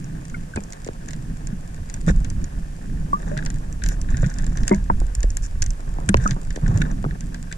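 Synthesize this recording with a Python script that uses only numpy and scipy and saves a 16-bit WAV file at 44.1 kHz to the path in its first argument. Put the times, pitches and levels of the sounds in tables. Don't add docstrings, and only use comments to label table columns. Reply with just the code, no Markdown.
import sys
import numpy as np
from scipy import signal
from scipy.fft import rfft, irfft, next_fast_len
from scipy.io import wavfile
from scipy.ndimage import uniform_filter1d, minimum_filter1d, map_coordinates

SR = 44100
rng = np.random.default_rng(int(sys.argv[2]) if len(sys.argv) > 2 else 0)


def dump(signal):
    limited = np.clip(np.atleast_2d(signal).T, -1, 1)
    pcm = np.round(limited * 32767).astype(np.int16)
    wavfile.write(sys.argv[1], SR, pcm)


N = 333837

# time_s, level_db
BUFFET_LEVELS = [(0.0, -39.5), (1.1, -37), (1.94, -32), (2.23, -24.5), (2.49, -33.5), (2.78, -37),
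                 (3.35, -29.5), (3.8, -28.5), (4.17, -25), (5.74, -31), (6.92, -26.5), (7.12, -32.5),
                 (7.44, -39)]
BOOM_LEVELS = [(0.0, -34), (0.6, -43), (1.28, -37), (1.92, -40.5), (2.15, -31.5), (2.65, -43.5),
               (3.37, -34), (3.98, -38), (4.6, -34.5), (5.27, -50.5), (6.62, -40), (6.77, -28),
               (7.57, -45.5)]
# start_s, level_db
SURGES = [(2.07, -31), (4.984, -17.5), (5.601, -22), (6.12, -13.5), (6.63, -24.5)]
# start_s, level_db, pitch_hz
SHOVES = [(0.553, -21.5, 80), (1.527, -20.5, 171), (2.073, -9.5, 157), (2.092, -13, 54.7),
          (2.155, -10.5, 40.2), (3.369, -20.5, 126), (3.817, -17.5, 42), (4.143, -13.5, 132),
          (4.227, -12.5, 125), (4.261, -11.5, 130), (5.171, -12, 48.2), (5.239, -9, 36.1), (5.611, -17, 91),
          (6.082, -14.5, 99), (6.143, -9, 76), (6.179, -10.5, 124.4), (6.313, -13, 125), (6.632, -13, 132),
          (6.69, -9.5, 133), (6.748, -8.5, 113), (6.799, -11.5, 157), (7.059, -16, 135)]
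# start_s, thud_db, ring_db
KNOCKS = [(0.572, -32, -14), (2.079, -27, -11.5), (2.099, -28.5, -10), (3.13, -34.5, -15),
          (3.315, -32, -17), (4.23, -29, -17), (4.7135, -17, 3.5), (4.899, -19.5, -7.5), (6.091, -33, 0),
          (6.256, -31.5, -11)]
# pitch_hz, level_db, t60_s
HOUSING_MODES = [(198.2, -6, 0.15), (317, -12, 0.058)]
# start_s, level_db, start_pitch_hz, gurgle_db
PLOPS = [(0.56, -21.5, 2000, -22.5), (0.573, -14, 905, -26), (0.866, -21, 704, -31),
         (0.888, -16, 2000, -33), (5.016, -19, 1200, -28), (5.241, -17, 1100, -31), (5.985, -21, 2000, -36),
         (6.1429, -1, 2370, -17), (6.364, -21, 1110, -21.5), (6.562, -20.5, 1310, -21.5),
         (7.042, -15.5, 1860, -15.5)]
# start_s, level_db, centre_hz
CLICKS = [(0.559, -19.5, 7600), (3.887, -22, 11700), (5.3707, -24.5, 11000), (6.089, -13, 3070),
          (6.09, -3.5, 8200), (6.1421, -5.5, 2720), (6.1425, 0.5, 997), (7.049, -19.5, 1280)]
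# start_s, length_s, scuff_db, grit_db, fizz_db
STROKES = [(2.068, 0.05, -36.5, -29, -36.5), (3.157, 0.35, -47.5, -52, -55.5),
           (3.837, 0.12, -75, -51, -45.5), (4.078, 0.37, -51, -46, -52.5), (4.458, 0.36, -48, -50.5, -50.5),
           (5.422, 0.051, -79, -50, -37.5), (5.798, 0.675, -49.5, -84, -82),
           (6.199, 0.14, -52.5, -41.5, -41.5), (6.609, 0.33, -39.5, -48, -55)]
# start_s, level_db
CATCHES = [(3.368, -26), (3.388, -22), (3.424, -25.5), (3.82, -26.5), (4.087, -28.5), (4.143, -25.5),
           (4.242, -22), (6.089, -11.5), (6.66, -24.5), (6.817, -14), (6.851, -30), (7.108, -27),
           (7.513, -28.5)]
# start_s, level_db, pitch_hz, t60_s, glide_octaves_per_s
BUBBLES = [(0.342, -24, 1496, 0.052, -8), (.345, -25.5, 2140, 0.038, -1), (0.536, -26, 1574, 0.048, -11.5),
           (.574, -26, 2520, 0.044, -8), (3.131, -5, 1086, 0.08, 8), (3.316, -25, 572, 0.24, 4.5),
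           (4.711, -6, 379, 0.082, -2.5), (4.715, -14, 604, 0.11, 3), (4.716, -12.5, 916, 0.082, 3.5),
           (4.715, -12.5, 2075, 0.03, -0.5), (4.736, -17, 2110, 0.019, 3), (4.9, 6, 942, 0.019, 2),
           (6.257, -15.5, 1560, 0.033, -28), (6.261, -5.5, 1210, 0.048, 12)]
# start_s, level_db, body_offset_db
SNAPS = [(0.0417, -32.5, -36), (0.2514, -33.5, -14), (0.2972, -35, -13), (0.5604, -35, 1),
         (0.6362, -31.5, -33), (0.7225, -25, -18.5), (0.731, -27.5, -16), (0.8453, -28.5, -17.5),
         (0.874, -33.5, -9), (1.085, -27, -11.5), (1.106, -29.5, -11.5), (1.1315, -29, -9),
         (1.47, -23, -22.5), (1.8974, -28, -16), (1.9394, -23, -17), (2.2448, -27.5, -11),
         (2.3, -24, -22.5), (2.4411, -25, -21), (3.374, -25.5, -6.5), (3.46, -20.5, -14),
         (3.501, -24.5, -15), (3.725, -29.5, -26), (3.8362, -18, -14), (3.86, -22, -12), (3.8864, -21, -14),
         (4.0136, -24, -26), (4.103, -31.5, -18), (4.169, -25.5, -13), (4.2205, -30.5, -29),
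         (4.2612, -27.5, -16), (4.2993, -32, -23), (4.339, -31, -27), (4.3842, -24, -17),
         (4.4416, -31, -13), (4.4642, -26.5, -15), (4.571, -25, -11), (4.632, -29, -10.5),
         (4.6781, -12, -17.5), (4.692, -24, -13), (4.7451, -25.5, -13), (5.1496, -19, -26),
         (5.204, -28, -31), (5.2293, -19, -15), (5.3027, -24, -39), (5.3684, -16, -20),
         (5.6198, -11, -20.5), (5.624, -13.5, -28), (5.639, -27, -23), (5.6612, -21, -21),
         (5.704, -23, -24), (6.1685, -22.5, -11.5), (6.275, -19, -30), (6.3078, -20, -10), (6.504, -29, -8),
         (6.559, -27, -9.5), (6.6785, -28.5, -13), (6.773, -25, -16), (6.817, -23.5, -27),
         (6.913, -31, -28), (7.206, -27, -19), (7.3433, -28.5, -7), (7.5237, -24, -10)]

# frequency_hz, density_db
BUFFET_SPECTRUM = [(10, -6), (22, 2.5), (35, 2.5), (60, -10.5), (100, -13.5), (160, -29.5), (300, -37),
                   (700, -93.5)]
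BOOM_SPECTRUM = [(50, -11), (100, -12), (135, -1.5), (162, 2), (200, -9.5), (250, -11.5), (400, -26),
                 (800, -65)]
THUD_SPECTRUM = [(40, -49), (150, 12.5), (260, 9.5), (400, 7), (600, 8.5), (900, -6.5), (1200, -5),
                 (1600, -5), (3000, -30.5), (8000, -99)]
SCUFF_SPECTRUM = [(150, -12), (350, -4), (650, -4), (850, -5.5), (1100, -8.5), (1400, -13.5), (8000, -85)]
GRIT_SPECTRUM = [(900, -25.5), (1320, -11), (1450, 9), (1780, 10.5), (2150, -8), (2500, -5), (3100, -20.5),
                 (3700, -6), (4400, -21), (16000, -42)]
SNAP_SPECTRUM = [(1200, -57), (2600, -5.5), (3500, -21), (4100, -26), (4700, -4), (6100, 7.5), (6550, 1.5),
                 (7000, 12), (7700, -1.5), (8600, -0.5), (9800, -14), (14000, -25), (16000, -34)]
SNAP_BODY_SPECTRUM = [(900, -1), (1350, -4.5), (1600, 9), (1900, 6), (2250, 0.5), (2700, -3.5),
                      (3700, -3.5), (5000, -4.5), (10000, -62)]
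FAR_SHRIMP_SPECTRUM = [(1000, 1.5), (2500, 7), (3900, -1), (4700, 2.5), (7050, 5), (9800, -0.5),
                       (12000, -4.5), (16000, -32)]

# frequency_hz, left_lead_rad
MIC_LEAD = [(310, 0.16), (430, 1.63), (620, 2.41), (1350, 2.49), (1550, 5.05), (2450, 8.44), (3900, 6.4),
            (4400, 7.36), (6100, 6.6), (6600, 7.96), (7200, 6.45), (12000, 7.2)]
# frequency_hz, coherence_ratio
MIC_COHERENCE = [(100, 1), (200, 0.92), (450, 0.2), (900, 1), (1700, 0.25), (2900, 0.15), (7000, 0.3),
                 (12000, 0.033)]
# frequency_hz, left_minus_right_db
MIC_BALANCE = [(200, -1.96), (650, 1), (1100, -0.5), (2400, 3), (5000, -1.5), (7200, -0.5), (8700, -4.5),
               (11000, 0)]


def water(buffet_gain_db=4, boom_gain_db=3, eddy_db=3.4):
    buffet_level = amp(over_time(BUFFET_LEVELS) + buffet_gain_db) + surges()
    boom_level = amp(over_time(BOOM_LEVELS) + boom_gain_db)
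    eddies = amp(eddy_db * wobble(16))
    buffet = buffet_level * steady(housed(noise(), BUFFET_SPECTRUM), span_s=0.071)
    boom = boom_level * steady(housed(noise(), BOOM_SPECTRUM), span_s=0.061)
    return eddies * (buffet + boom)


def surges(attack_s=0.0091, hold_s=0.015, release_s=0.12):
    corners = np.cumsum([0, attack_s, hold_s, release_s])
    return sum(amp(db) * np.interp(since(s), corners, [0, 1, 1, 0]) for s, db in SURGES)


def shoves(rise_cycles=0.8):
    out, t = np.zeros((2, N)), np.arange(SR // 5) / SR
    for s, db, hz in SHOVES:
        rise_s = rise_cycles / hz
        phase = phase_of(hz * (1 + 0.13 * wobble(88.5, len(t))))
        push = amp(db) * t / rise_s * np.exp(1 - t / rise_s) * np.sin(phase)
        add(out, s, push * amp([[-0.7], [0.7]]))
    return out


def knocks(sharp_ratio=0.8, settle_s=0.0021):
    out, t = np.zeros((2, N)), np.arange(SR // 4) / SR
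    phase_per_hz = phase_of(1 + sharp_ratio * np.exp(-t / settle_s))
    onset = 1 - np.exp(-t / 0.0058)
    for s, thud_db, ring_db in KNOCKS:
        ring = sum(amp(db - 60 * t / t60) * np.sin(hz * rng.normal(1, 0.0087) * phase_per_hz)
                   for hz, db, t60 in HOUSING_MODES)
        add(out, s, amp(ring_db) * np.tile(ring * onset, (2, 1)))
        add(out, s, amp(thud_db + 14.5) * burst(THUD_SPECTRUM, t60=0.022, tail_db=-19, tail_t60=0.1))
    return out


def plop(start_hz, halving_periods=1.347, t60=0.041):
    t = np.arange(SR // 16) / SR
    hz = start_hz / (1 + t * start_hz / halving_periods)
    phase = phase_of(hz * 2 ** (0.4 * wobble(900, len(t))))
    flutter_db = 2.5 * wobble(700, len(t))
    onset = 1 - np.exp(-(t * start_hz) ** 2)
    return amp(flutter_db - 60 * t / t60) * onset * stereo_tone(phase, hz)


def plops(gulps=6, gurgle_s=0.027, gurgle_hz=870):
    out = np.zeros((2, N))
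    for s, db, hz, gurgle_db in PLOPS:
        add(out, s, amp(db) * plop(hz))
        for late, pitch, size in rng.random((gulps, 3)):
            gulp = plop(gurgle_hz * 2 ** (2 * pitch - 1))
            add(out, s + late * gurgle_s, amp(gurgle_db) * size * (1 - late / 2) * gulp)
    return out


def clicks():
    out = np.zeros((2, N))
    for s, db, hz in CLICKS:
        hump = [(hz / 2, -20), (hz / 1.2, -6), (hz, 0), (hz * 1.2, -11), (hz * 1.35, -25), (16000, -62)]
        add(out, s, amp(db - 4) * burst(hump, t60=0.012, tail_db=-28, tail_t60=0.03))
    return out


def rubbing(boom_over_scuff_db=15):
    slips = unit(amp(2.2 * wobble(70)))
    grit_grains = grains(200, spread_db=1)
    scuff = slips * unit(housed(noise() + 0.5 * grains(250, spread_db=-0.5), SCUFF_SPECTRUM))
    grit = slips * unit(housed(0.47 * noise() + grit_grains, GRIT_SPECTRUM))
    fizz = unit(slips * housed(noise() + grains(170, spread_db=-5), SNAP_SPECTRUM))
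    boom = amp(boom_over_scuff_db) * steady(housed(noise(), BOOM_SPECTRUM), span_s=0.26)
    out = amp(-48) * scuff + amp(-55.5) * grit
    for s, length_s, scuff_db, grit_db, fizz_db in STROKES:
        progress = np.clip(since(s) / length_s, 0, 1)
        arch = np.sqrt(np.abs(np.sin(np.pi * progress)))
        out += arch * (amp(scuff_db) * (scuff + boom) + amp(grit_db) * grit + amp(fizz_db) * fizz)
    return out


def catches():
    out = np.zeros((2, N))
    for s, db in CATCHES:
        add(out, s, amp(db) * burst(GRIT_SPECTRUM, t60=0.025, tail_db=-42, tail_t60=0.024))
    return out


def bubbles(settle_s=0.03):
    out, t = np.zeros((2, N)), np.arange(SR // 6) / SR
    for s, db, hz, t60, glide in BUBBLES:
        slide_octaves = glide * settle_s * (1 - np.exp(-t / settle_s))
        tremble_octaves = 0.015 * wobble(300, len(t))
        phase = phase_of(hz * 2 ** (slide_octaves + tremble_octaves))
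        flicker_db = 1.3 * wobble(300, len(t))
        envelope = amp(db - 60 * t / t60 + flicker_db) * (1 - np.exp(-t / 0.001))
        add(out, s, envelope * stereo_tone(phase, hz))
    return out


def snaps():
    out = np.zeros((2, N))
    for s, db, body_db in SNAPS:
        detune = rng.lognormal(0, 0.025)
        spectrum = [(hz * detune, level) for hz, level in SNAP_SPECTRUM]
        crack = burst(spectrum, t60=0.0065, tail_db=-28, tail_t60=0.045)
        body = burst(SNAP_BODY_SPECTRUM, t60=0.023, tail_db=-14.5, tail_t60=0.1)
        add(out, s + 0.001087, amp(db + 2) * crack)
        add(out, s + 0.001103, amp(db + body_db + 10.5) * body)
    return out


def shrimp(far_db=-53.5, near_db=-58.5):
    far = unit(housed(noise(), FAR_SHRIMP_SPECTRUM))
    t = np.arange(SR // 60) / SR
    scatter = noise(len(t)) * (amp(-60 * t / 0.004) + 0.1 * amp(-60 * t / 0.023))
    flurries = grains(16, spread_db=1) * amp(2 * wobble(6))
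    ticks = signal.fftconvolve(flurries, scatter, axes=1)[:, :N]
    near = unit(housed(ticks, SNAP_SPECTRUM)) + amp(-5.5) * unit(housed(ticks, SNAP_BODY_SPECTRUM))
    return amp(far_db) * far + amp(near_db) * near


def housed(pair, spectrum):
    n = pair.shape[1]
    m = 2 * next_fast_len(n // 2 + 2048)
    hz = np.fft.rfftfreq(m, 1 / SR)
    cepstrum = irfft(np.log(amp(along(spectrum, hz))))
    cepstrum[1:m // 2] *= 2
    cepstrum[m // 2 + 1:] = 0
    angle = np.arccos(np.clip(along(MIC_COHERENCE, hz), 0, 1)) / 2
    mid, side = rfft(pair, m) * np.exp(rfft(cepstrum)) * [np.cos(angle), np.sin(angle)]
    balance = amp(along(MIC_BALANCE, hz) / 2)
    left = (mid + side) * balance
    right = (mid - side) / balance * np.exp(-1j * along(MIC_LEAD, hz))
    return irfft(np.array([left, right]), m)[:, :n]


def burst(spectrum, t60, tail_db, tail_t60, attack_s=0.00063):
    t = np.arange(SR // 12) / SR
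    decay = amp(-60 * t / t60) + amp(tail_db - 60 * t / tail_t60)
    crack = housed(noise(len(t)) * decay, spectrum) * (1 - np.exp(-t / attack_s))
    return crack / np.abs(crack).max(axis=1).mean()


def grains(per_s, spread_db):
    size = amp(spread_db * np.minimum(rng.exponential(size=N), 4))
    return unit((rng.random(N) < per_s / SR) * size * noise())


def stereo_tone(phase, hz):
    return np.sin([phase, phase - along(MIC_LEAD, hz)])


def steady(x, span_s):
    power = uniform_filter1d(np.mean(x ** 2, axis=0), int(span_s * SR))
    return x / np.sqrt(np.abs(power) + 1e-12)


def wobble(knots_per_s, size=N):
    knots = rng.standard_normal(int(size * knots_per_s / SR) + 4)
    return map_coordinates(knots, [np.arange(size) * knots_per_s / SR])


def along(points, hz):
    freqs, values = np.transpose(points)
    return np.interp(np.log(hz + 1), np.log(freqs + 1), values)


def over_time(points):
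    return np.interp(since(0), *np.transpose(points))


def add(track, s, sound):
    start = round(s * SR)
    part = track[:, start:start + sound.shape[1]]
    part += sound[:, :part.shape[1]]


def phase_of(hz):
    return 2 * np.pi * np.cumsum(hz) / SR


def since(s):
    return np.arange(N) / SR - s


def noise(size=N):
    return rng.standard_normal((2, size))


def amp(db):
    return 10 ** (np.asarray(db) / 20)


def unit(x):
    return x / np.sqrt(np.mean(x ** 2) + 1e-20)


def scene():
    foreground = water() + shoves() + knocks() + plops() + clicks() + rubbing() + catches()
    return foreground + shrimp() + snaps() + bubbles()


def record(dry):
    ceiling, hold_s, smooth_s, top_hz = 0.92, 0.012, 0.003, 16300
    needed_gain = ceiling / np.maximum(np.abs(dry).max(axis=0), ceiling)
    held_gain = minimum_filter1d(needed_gain, int(hold_s * SR))
    gain = uniform_filter1d(held_gain, int(smooth_s * SR))
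    m = next_fast_len(N + SR // 2)
    passband = np.fft.rfftfreq(m, 1 / SR) < top_hz
    return irfft(rfft(dry * gain, m) * passband, m)[:, :N]


dry = scene()
out = record(dry)
dump(out)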